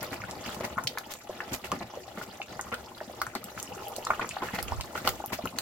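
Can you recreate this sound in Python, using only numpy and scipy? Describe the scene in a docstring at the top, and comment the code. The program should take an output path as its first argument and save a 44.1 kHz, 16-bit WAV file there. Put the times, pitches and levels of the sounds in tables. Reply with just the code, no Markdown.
"""Thick stew simmers in a large metal pot. From the start a wooden spoon churns it, while bubbles open
with short, choked, rising rings, skins snap, and steam pockets collapse with a glop and a spurt.
Just before one second the spoon ticks the steel wall, and the stew bubbles on by itself.
From 3.7 s the stirring returns and the pops crowd in; from 4.5 to 5.2 s the spoon drags along the bottom
with a low rumble. The pot and the kitchen answer every pop, over a faint hum."""
import sys
import numpy as np
from scipy import signal
from scipy.fft import rfft, irfft, next_fast_len
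from scipy.io import wavfile
from scipy.ndimage import map_coordinates

SR = 44100
rng = np.random.default_rng(int(sys.argv[2]) if len(sys.argv) > 2 else 0)


def log_audio(samples):
    """Write samples as a 16-bit WAV file to the path given in sys.argv[1]."""
    # one column per channel
    frames = np.atleast_2d(samples).T
    # limit to full scale, then quantise
    limited = np.clip(frames, -1, 1)
    pcm = np.round(limited * 32767).astype(np.int16)
    wavfile.write(sys.argv[1], SR, pcm)


N = 247401


# Foreground bubbles opening: start_s, level_db, pitch_hz, ring_cycles
BUBBLE_HITS = [(0.0359, -28, 1570, 1.9), (0.1301, -20, 1510, 1.7), (0.2186, -27.5, 1780, 2.5),
               (0.2374, -30.5, 1310, 10.6), (0.4625, -22.5, 1910, 2.0), (0.4914, -27, 1190, 2.7),
               (0.6071, -26, 573, 2.9), (0.7712, -32, 940, 2.1), (0.7785, -20.5, 1150, 5),
               (0.784, -13, 1005, 1.3), (0.9741, -13.5, 1270, 1.4), (0.984, -24, 1070, 2.7),
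               (1.2954, -21, 444, 2), (1.307, -35, 510, 2.1), (1.4042, -18.5, 1380, 2.2),
               (1.5225, -35, 400, 5.1), (1.6429, -29, 2300, 6.4), (1.7173, -21.5, 1013, 9.2),
               (1.721, -33, 177, 9.3), (1.8106, -23.5, 556, 0.91), (1.9372, -30.5, 646, 2),
               (1.9721, -30.5, 435, 3.4), (2.079, -33, 610, 4.4), (2.1747, -29, 1170.0, 2),
               (2.213, -32, 1200, 6.6), (2.3995, -30, 616, 4), (2.4167, -23, 2156, 5.4),
               (2.5935, -18, 1054, 1.45), (2.725, -27, 2160, 4.7), (2.7364, -24.5, 1224, 7.4),
               (2.668, -38.5, 1060, 9.8), (3.0048, -30.5, 1370, 3.7), (3.0117, -24.5, 564, 2.5),
               (3.096, -34.5, 600, 6), (3.2161, -13.5, 1150, 2.7), (3.2668, -24, 1240, 2.2),
               (3.3526, -18, 820, 1.3), (3.356, -29.5, 215, 3.4), (3.5768, -23, 1250, 1.55),
               (3.9834, -24, 515, 2.4), (4.068, -17, 1010, 3.3), (4.104, -8.5, 965, 4.4),
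               (4.112, -21, 1070, 1.2), (4.1345, -20, 1030, 1.4), (4.1952, -12.5, 850, 1.1),
               (4.2279, -25.5, 910, 2.3), (4.2456, -18.5, 1170.0, 1.2), (4.3101, -28, 2240, 8.1),
               (4.3664, -23.5, 690, 2.1), (4.3699, -25, 1380, 3.2), (4.421, -24, 877, 4.4),
               (4.4316, -19, 820, 2.2), (4.4856, -27.5, 1470, 5.7), (4.5863, -27, 574, 2.8),
               (4.588, -15, 2040.0, 0.86), (4.6826, -28, 2430, 4.6), (4.7206, -25.5, 863, 12.4),
               (4.798, -28.5, 814, 3.8), (4.9549, -27, 1150, 5.1), (4.977, -23.5, 1220, 4.0),
               (5.074, -15, 1054, 3.2), (5.0745, -20, 2710, 12.8), (5.2008, -30, 715, 5.4),
               (5.24, -22, 650, 2.2), (5.3343, -22.5, 1730, 1), (5.3889, -25.5, 560.0, 4.9),
               (5.4385, -27, 223, 2.9), (5.4554, -27, 1170.0, 7.8), (5.4734, -28, 2410, 5.9)]
def bubbles():
    """The bubbles big enough to be heard one by one."""
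    out = np.zeros((2, N))
    for start_s, level_db, pitch_hz, ring_cycles in BUBBLE_HITS:
        add(out, start_s, amp(level_db) * plop(pitch_hz, ring_cycles))
    return out


def plop(hz, cycles, smack_db=-9, ragged_db=3, gape_db=-14.5, gape_delay_cycles=2.47):
    """One bubble: the skin smacks, the cavity rings, then chirps higher as the mouth tears in jerks."""
    t = clock(.06)
    smack = tear(t, hz, octaves=0.86, skirt_db=-29, t60=0.015)
    late, detune = np.exp(0.1 * rng.standard_normal(2))
    gape_t = np.maximum(t - late * gape_delay_cycles / hz, 0)
    gape = ring(gape_t, detune * 1.6 * hz, cycles=5.54, rise=0.26)
    jerks = map_coordinates(rng.uniform(-1.8, 1, len(t)), [t * hz])
    cavity = amp(ragged_db * jerks) * (1.1 * ring(t, hz, cycles, rise=0.37) + amp(gape_db) * gape)
    return in_pot(cavity + amp(smack_db) * smack, wall_db=-8, wall_t60=0.055)


def ring(t, hz, cycles, rise, damping=0.88):
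    """A cavity sings, its pitch climbing by the share `rise` as it opens, until the sauce chokes it."""
    age = t * hz / cycles
    swell = 1 - np.exp(-3 * t * hz)
    choke = np.exp(-age ** 4)
    pitch = hz * (1 + rise * np.minimum(age, 1))
    return swell * choke * np.exp(-damping * age) * np.sin(2 * np.pi * np.cumsum(pitch, axis=-1) / SR)


# Bubble skins snapping: start_s, level_db, pitch_hz, spray_db
SKIN_SNAPS = [(0.0287, -22, 12500, -15), (0.3103, -26.5, 5670, -26), (0.8373, -25, 8200, -23),
              (0.984, -22, 4600, 13), (1.1372, -24.5, 3770, 23), (1.5328, -21, 7700, -2),
              (1.6424, -39, 2650, -35), (1.7166, -22.5, 2130, -11), (2.6108, -23, 6600, -15),
              (2.742, -24, 3430, 2), (3.216, -19, 3710, 10), (3.266, -30, 7100, -33),
              (3.3509, -23, 4410, -14), (3.441, -22, 3720, 5), (3.5989, -25, 4680, -10),
              (3.627, -21.5, 8810, -25), (3.8825, -24, 13000, -16), (3.963, -20.5, 8800, 2),
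              (4.0497, -24.5, 5700, -34), (4.0702, -27.5, 3730, -22), (4.2907, -22.5, 6860, -10),
              (4.5516, -28, 1870, 0), (4.627, -17.5, 12700, -2), (4.809, -21, 2600, -7),
              (5.0505, -24.5, 4000, 13), (5.0742, -10, 2960, -5.5), (5.0903, -14, 3590, 4.5),
              (5.26, -21, 13600, -11), (5.4552, -21.5, 12000, -2), (5.5857, -12.5, 3450, 0.5)]
def snaps():
    """A thin skin bursts with a sharp, bright tick."""
    out, t = np.zeros((2, N)), clock(.03)
    for start_s, level_db, pitch_hz, spray_db in SKIN_SNAPS:
        tick = tear(t, pitch_hz, octaves=0.6, skirt_db=spray_db, t60=0.0039)
        add(out, start_s + 0.0007, amp(level_db + 7.5) * in_pot(tick, wall_db=-7, wall_t60=0.042))
    return out


def tear(t, hz, octaves, skirt_db, t60):
    """A rip: a short burst of noise around a pitch, on a broadband skirt."""
    hump = lambda f: (np.exp(-(np.log2((f + 1) / hz) / octaves) ** 2) + amp(skirt_db)) * f / (f + hz / 2)
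    fade = amp(-60 * np.maximum(t - 1 / hz, 0) / t60) * (t > 1 / hz)
    noise = filtered(rng.standard_normal(len(t)) * fade, hump)
    return noise * np.linalg.norm(fade) / np.linalg.norm(noise) / 2


# Steam pockets, each a glop and a spurt: start_s, spurt_length_s, glop_db, sputter_db, hiss_db
STEAM_POCKETS = [(0.011, 0.031, -37, -39, -49), (0.114, 0.03, -34.5, -43, -47),
                 (0.282, 0.022, -41, -41.5, -53), (0.51, 0.042, -62, -67, -53.5),
                 (0.6, 0.012, -33, -43, -48), (0.633, 0.022, -36, -37, -41),
                 (1.096, 0.028, -62, -47, -44.5), (1.513, 0.035, -30.5, -44, -45.5),
                 (1.639, 0.018, -40.5, -40, -44.5), (1.716, 0.053, -30.5, -46, -69),
                 (1.804, 0.026, -32, -42.5, -63), (2.171, 0.032, -35, -45.5, -54.5),
                 (2.212, 0.021, -43, -48, -45), (2.717, 0.018, -33, -35.5, -54),
                 (3.352, 0.013, -37.5, -34.5, -51), (3.566, 0.025, -59, -51.5, -49),
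                 (4.211, 0.02, -33, -33, -61), (4.418, 0.059, -30, -42, -53.5),
                 (4.529, 0.035, -29.5, -37, -46), (4.58, 0.024, -34, -37.5, -49),
                 (4.948, 0.036, -35.5, -41.5, -44.5), (5.044, 0.026, -32, -38.5, -43.5),
                 (5.069, 0.021, -31.5, -34, -44), (5.321, 0.02, -31, -35, -35.5),
                 (5.446, 0.041, -34.5, -69, -62)]
def glops(glop_hz=225, slosh_hz=205):
    """A large pocket of steam collapses with a dull push, and the stew sloshes back."""
    out, t = np.zeros((2, N)), clock(.2)
    for start_s, _, glop_db, *_ in STEAM_POCKETS:
        slosh = tear(t, slosh_hz, octaves=1.8, skirt_db=-65, t60=0.11)
        push = ring(t, glop_hz * np.exp(0.18 * rng.standard_normal()), cycles=1.6, rise=.1)
        add(out, start_s + 0.002106, amp(glop_db) * (0.73 * push + 1.58 * slosh))
    return out


# Wet midrange of a spurt: frequency_hz, gain_db
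SPUTTER_EQ = [(60, -36), (200, 3.5), (700, 9), (1200, -2.5), (2000, 11.5), (3000, -3.5), (5000, -10),
              (10000, -56)]
# Airy top of the spurts and the simmer: frequency_hz, gain_db
FIZZ_EQ = [(1200, -2.5), (3000, -1.5), (6500, -5.5), (10000, -6), (16000, -2.5)]
def spurts():
    """Steam forces a channel through the sauce: a lumpy wet sputter with hiss on top."""
    start_s, length_s, _, sputter_db, hiss_db = np.transpose(STEAM_POCKETS)
    sputter_gain = gate(zip(start_s, start_s + length_s, sputter_db), attack_s=0.0008, release_s=0.0025)
    hiss_gain = gate(zip(start_s, start_s + length_s, hiss_db), attack_s=0.018, release_s=0.0082)
    lumps = swarm(count=1500, centre_hz=1400, octaves=1, cycles=2.4, scatter_db=10)
    squelch = coloured(crackle(per_second=900, scatter_db=4, bed_db=-12), SPUTTER_EQ)
    spit = coloured(crackle(per_second=800, scatter_db=6, bed_db=-4), FIZZ_EQ)
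    return sputter_gain * (amp(-3) * lumps + amp(-4) * squelch) + hiss_gain * amp(10) * spit


def crackle(per_second, scatter_db, bed_db):
    """Tiny bursts of uneven size on a bed of smooth noise."""
    sizes = amp(scatter_db * np.minimum(rng.standard_normal(N), 2))
    bursts = (rng.random(N) < per_second / SR) * sizes * rng.standard_normal((2, N))
    return unit(bursts) + amp(bed_db) * rng.standard_normal((2, N))


# Stirring strokes: start_s, end_s, level_db, pitch_hz
SPOON_STROKES = [(0, 0.68, -58, 1800), (3.703, 3.916, -44.5, 717), (4.144, 4.68, -52, 1650)]
def spoon_churn():
    """Each stroke of the spoon frees a dense cluster of small, quickly choked bubbles."""
    out = np.zeros((2, N))
    for start_s, end_s, level_db, pitch_hz in SPOON_STROKES:
        cluster = swarm(count=900, centre_hz=pitch_hz, octaves=.9, cycles=2.8, scatter_db=9)
        out += gate([(start_s, end_s, level_db)], attack_s=0.0037, release_s=0.024) * cluster
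    return out


# The spoon's tick and its rebound: start_s, level_db
SPOON_TAPS = [(0.8718, -11), (0.8741, -26)]
# Partials of the struck pot wall: pitch_hz, level_db, t60_s
STEEL_MODES = [(3680, -33, 0.11), (3865, -28.5, 0.11), (5550, -21, 0.022), (6420, -29, 0.06)]
def spoon_tap():
    """The spoon ticks against the pot: a hard contact, then a thin steel ring."""
    out, t = np.zeros((2, N)), clock(.2)
    for start_s, level_db in SPOON_TAPS:
        steel = sum(amp(db - 60 * t / t60) * np.sin(2 * np.pi * (hz * t + rng.random((2, 1))))
                    for hz, db, t60 in STEEL_MODES)
        contact = tear(t, hz=3380, octaves=0.84, skirt_db=-15, t60=0.0074)
        tick = in_pot(contact, wall_db=0.5, wall_t60=0.022)[:, :len(t)]
        add(out, start_s, amp(level_db) * (steel + tick))
    return out


# Fader moves of the spoon's shove: time_s, level_db
DRAG_FADER = [(4.5, -65), (4.594, -49), (4.796, -36.5), (4.816, -47), (4.998, -89), (5.098, -38.5),
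              (5.2, -64)]
# Low weight of the rumbling pot: frequency_hz, gain_db
RUMBLE_EQ = [(15, -24), (30, 2), (65, 16), (110, 11), (180, -4.5), (400, -49.5)]
def spoon_drag(fade_s=.05):
    """The spoon shoves heavy stew along the bottom and the pot rumbles, wide and more to the right."""
    rumble = unit(filtered(rng.standard_normal((2, N)), lambda hz: amp(along(RUMBLE_EQ, hz))))
    t = np.arange(N) / SR
    inside_s = np.minimum(t - DRAG_FADER[0][0], DRAG_FADER[-1][0] - t)  # negative outside the shove
    shove = amp(curves(DRAG_FADER)[0]) * np.clip(1 + inside_s / fade_s, 0, 1)
    return shove * rumble * amp([[-3], [2]])


# Fader moves of the boiling bed: time_s, simmer_db, fizz_db
BOIL_FADERS = [(0.0, -44, -52), (0.33, -44, -58), (0.48, -41.5, -47), (0.66, -43, -56.5),
               (1.23, -50, -56.5), (1.54, -44, -55.5), (1.62, -53, -58.5), (1.76, -44, -55.5),
               (1.91, -48, -58), (2.37, -50, -58), (3.55, -47, -56), (3.8, -49, -51.5), (4.0, -44.5, -52),
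               (4.12, -43.5, -51), (4.53, -48, -54), (4.78, -44, -54), (5.17, -45.5, -52.5),
               (5.3, -47, -55), (5.61, -46, -56.5)]
# Warm body of the seethe: frequency_hz, gain_db
SEETHE_EQ = [(20, -40), (45, -37), (68, 5.5), (105, -5.5), (155, -1.5), (225, -0.5), (300, 4.5),
             (440, -2.5), (760, 1.5), (1100, -14), (2000, -10.5), (3500, -33), (9000, -32)]
def simmer():
    """The whole surface works in uneven surges: a soft seethe, small plops and the finest fizz."""
    simmer_db, fizz_db = curves(BOIL_FADERS)
    surge = wobble(knots_per_second=39)
    seethe = amp(-4.5 + 3.1 * surge) * coloured(rng.standard_normal((2, N)), SEETHE_EQ)
    fizz = amp(0.5 + 2.0 * surge) * coloured(rng.standard_normal((2, N)), FIZZ_EQ)
    # thick sauce damps small bubbles within a few cycles
    plops = swarm(count=520, centre_hz=660, octaves=.8, cycles=2, scatter_db=7)
    blips = swarm(count=520, centre_hz=1650, octaves=.9, cycles=2.6, scatter_db=11)
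    prickle = swarm(count=750, centre_hz=4200, octaves=.8, cycles=4, scatter_db=12)
    sticky = swarm(count=500, centre_hz=9000, octaves=.6, cycles=2.2, scatter_db=12)
    glugs = swarm(count=130, centre_hz=210, octaves=.8, cycles=1.4, scatter_db=10)
    body = seethe + amp(-9) * glugs + amp(-6) * plops + amp(-9) * blips
    top = fizz + amp(-0.5) * prickle + amp(-4) * sticky
    return amp(simmer_db) * body + amp(fizz_db) * top


def swarm(count, centre_hz, octaves, cycles, scatter_db):
    """Many small bubbles of random size, damping and moment, at four spots on the surface; rms 1."""
    t = clock(.04)
    when, pitch, loud, damping, place = rng.random((count, 5)).T[..., None]
    hz = centre_hz * 2 ** (octaves * (2 * pitch - 1))
    life = cycles * 2 ** (1 - 2 * damping)
    # the longer a bubble rings, the lower its peak
    rings = amp(scatter_db * loud ** 2) / np.sqrt(life) * ring(t, hz, life, rise=0.27)
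    samples = ((when * N).astype(int) + np.arange(len(t))).ravel()
    spots = [np.bincount(samples, (rings * (np.floor(4 * place) == spot)).ravel(), N)[:N]
             for spot in range(4)]
    return unit(sum(in_pot(spot, wall_db=0, wall_t60=0.037)[:, :N] for spot in spots))


def in_pot(sound, wall_db, wall_t60, predelay_s=0.0019):
    """Each spot on the surface has its own stereo position and scatter of echoes off the pot wall."""
    t = clock(.08)
    echoes = spread(rng.standard_normal((2, len(t)))) * amp(-60 * t / wall_t60) * (t > predelay_s)
    paths = amp(wall_db) * unit(echoes) / np.sqrt(len(t))
    lag = rng.integers(-4, 5)  # samples between left and right for the direct sound
    pan = amp(rng.standard_normal() * np.array([1, -1]))
    paths[[0, 1], [max(lag, 0), max(-lag, 0)]] += pan
    return signal.fftconvolve(sound[None], paths, axes=1)


# Resonances of the pot and its air: pitch_hz, t60_s, level_db
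POT_MODES = [(215, 0.022, 30), (501, 0.36, 17), (600, 0.2, 35), (754, 0.085, 3.5), (1170, 0.045, 34),
             (2850, .2, 19), (3730, 0.28, 16), (3870, 0.26, 10)]
def pot_ring(x):
    """The pot and the air in it ring on after each pop."""
    t = clock(.3)
    modes = sum(amp(db - 60 * t / t60) * np.cos(2 * np.pi * hz * t) for hz, t60, db in POT_MODES)
    return signal.fftconvolve(x, modes[None] / np.linalg.norm(modes), axes=1)[:, :N]


# Reverb time of the kitchen: frequency_hz, t60_s
KITCHEN_DECAY = [(150, 0.2), (500, 0.1), (1200, 0.14), (3000, 0.14), (8000, 0.14), (15000, 0.21)]
def kitchen(x):
    """A short room tail in which each frequency dies at its own speed."""
    hz, t, bands = signal.stft(rng.standard_normal((2, SR // 2)), SR, nperseg=256)
    decay = amp(-60 * t / along(KITCHEN_DECAY, hz)[:, None])
    tail = spread(signal.istft(bands * decay, SR, nperseg=256)[1])
    return signal.fftconvolve(x, tail / np.linalg.norm(tail[0]), axes=1)[:, :N]


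# Room tone: pitch_hz, level_db
HUM_TONES = [(66, -73.5), (118, -72)]
def hum():
    """A faint low hum in the kitchen."""
    t = np.arange(N) / SR
    return sum(amp(db) * np.sqrt(2) * np.sin(2 * np.pi * (hz * t + rng.random())) for hz, db in HUM_TONES)


# Stereo image: frequency_hz, left_right_correlation
STEREO_IMAGE = [(30, 1), (120, 0.89), (300, 1), (600, 0.75), (1200, 0.23), (2500, 0), (8000, 0)]
def spread(pair):
    """Two unrelated signals to left and right: bass nearly mono, treble wide."""
    angle = lambda hz: np.arccos(np.clip(along(STEREO_IMAGE, hz), -1, 1)) / 2
    mid, side = filtered(pair, lambda hz: np.array([np.cos(angle(hz)), np.sin(angle(hz))]))
    return np.array([mid + side, mid - side])


def coloured(pair, eq):
    """Stereo sound of rms 1, shaped by an EQ curve."""
    return unit(spread(filtered(pair, lambda hz: amp(along(eq, hz)))))


def filtered(x, response):
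    """Apply a gain that depends on frequency."""
    n = x.shape[-1]
    padded = next_fast_len(n + 2048)
    return irfft(rfft(x, padded) * response(np.fft.rfftfreq(padded, 1 / SR)), padded)[..., :n]


def gate(rows, attack_s, release_s):
    """Soft-edged gain curve from rows of start_s, end_s, level_db."""
    gain, t = np.zeros(N), clock(.8)
    for start_s, end_s, level_db in rows:
        attack = 1 - np.exp(-t / attack_s)
        release = np.exp(-np.maximum(t - (end_s - start_s), 0) / release_s)
        add(gain, start_s, amp(level_db) * attack * release)
    return gain


def wobble(knots_per_second):
    """A smooth random curve."""
    knots = rng.standard_normal(int(N * knots_per_second / SR) + 4)
    return map_coordinates(knots, [np.arange(N) * knots_per_second / SR])


def curves(rows):
    """One value per sample for each column after the time."""
    time_s, *columns = np.transpose(rows)
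    return [np.interp(np.arange(N) / SR, time_s, column) for column in columns]


def along(points, hz):
    """Read (frequency_hz, value) points on a log axis."""
    frequencies, values = np.transpose(points)
    return np.interp(np.log(hz + 1), np.log(frequencies + 1), values)


def add(track, start_s, sound):
    """Mix a sound into a track."""
    start = int(np.clip(round(start_s * SR), 0, N - 1))
    track[..., start:start + sound.shape[-1]] += sound[..., :N - start]


def clock(seconds):
    """Sample times of a short sound."""
    return np.arange(int(seconds * SR)) / SR


def amp(db):
    """Decibels to gain."""
    return 10 ** (np.asarray(db) / 20)


def unit(x):
    """Scale to rms 1."""
    return x / np.sqrt(np.mean(x ** 2) + 1e-20)


def scene():
    """The stew feeds the pot's ring and the kitchen reverb; the drag and the hum stay dry."""
    stew = bubbles() + snaps() + glops() + spurts() + simmer() + spoon_churn() + spoon_tap()
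    return stew + amp(-28.5) * pot_ring(stew) + amp(-6) * kitchen(stew) + spoon_drag() + hum()


# Treble colour of the microphone: frequency_hz, gain_db
MICROPHONE_EQ = [(5000, 1), (7000, 1.5), (9500, -5), (13000, -1), (16000, -7)]
def record(dry, top_hz=16000):
    """The microphone colours the treble and keeps nothing above its band limit."""
    return filtered(dry, lambda hz: amp(along(MICROPHONE_EQ, hz)) * (hz < top_hz))


dry = scene()
out = record(dry)
log_audio(out)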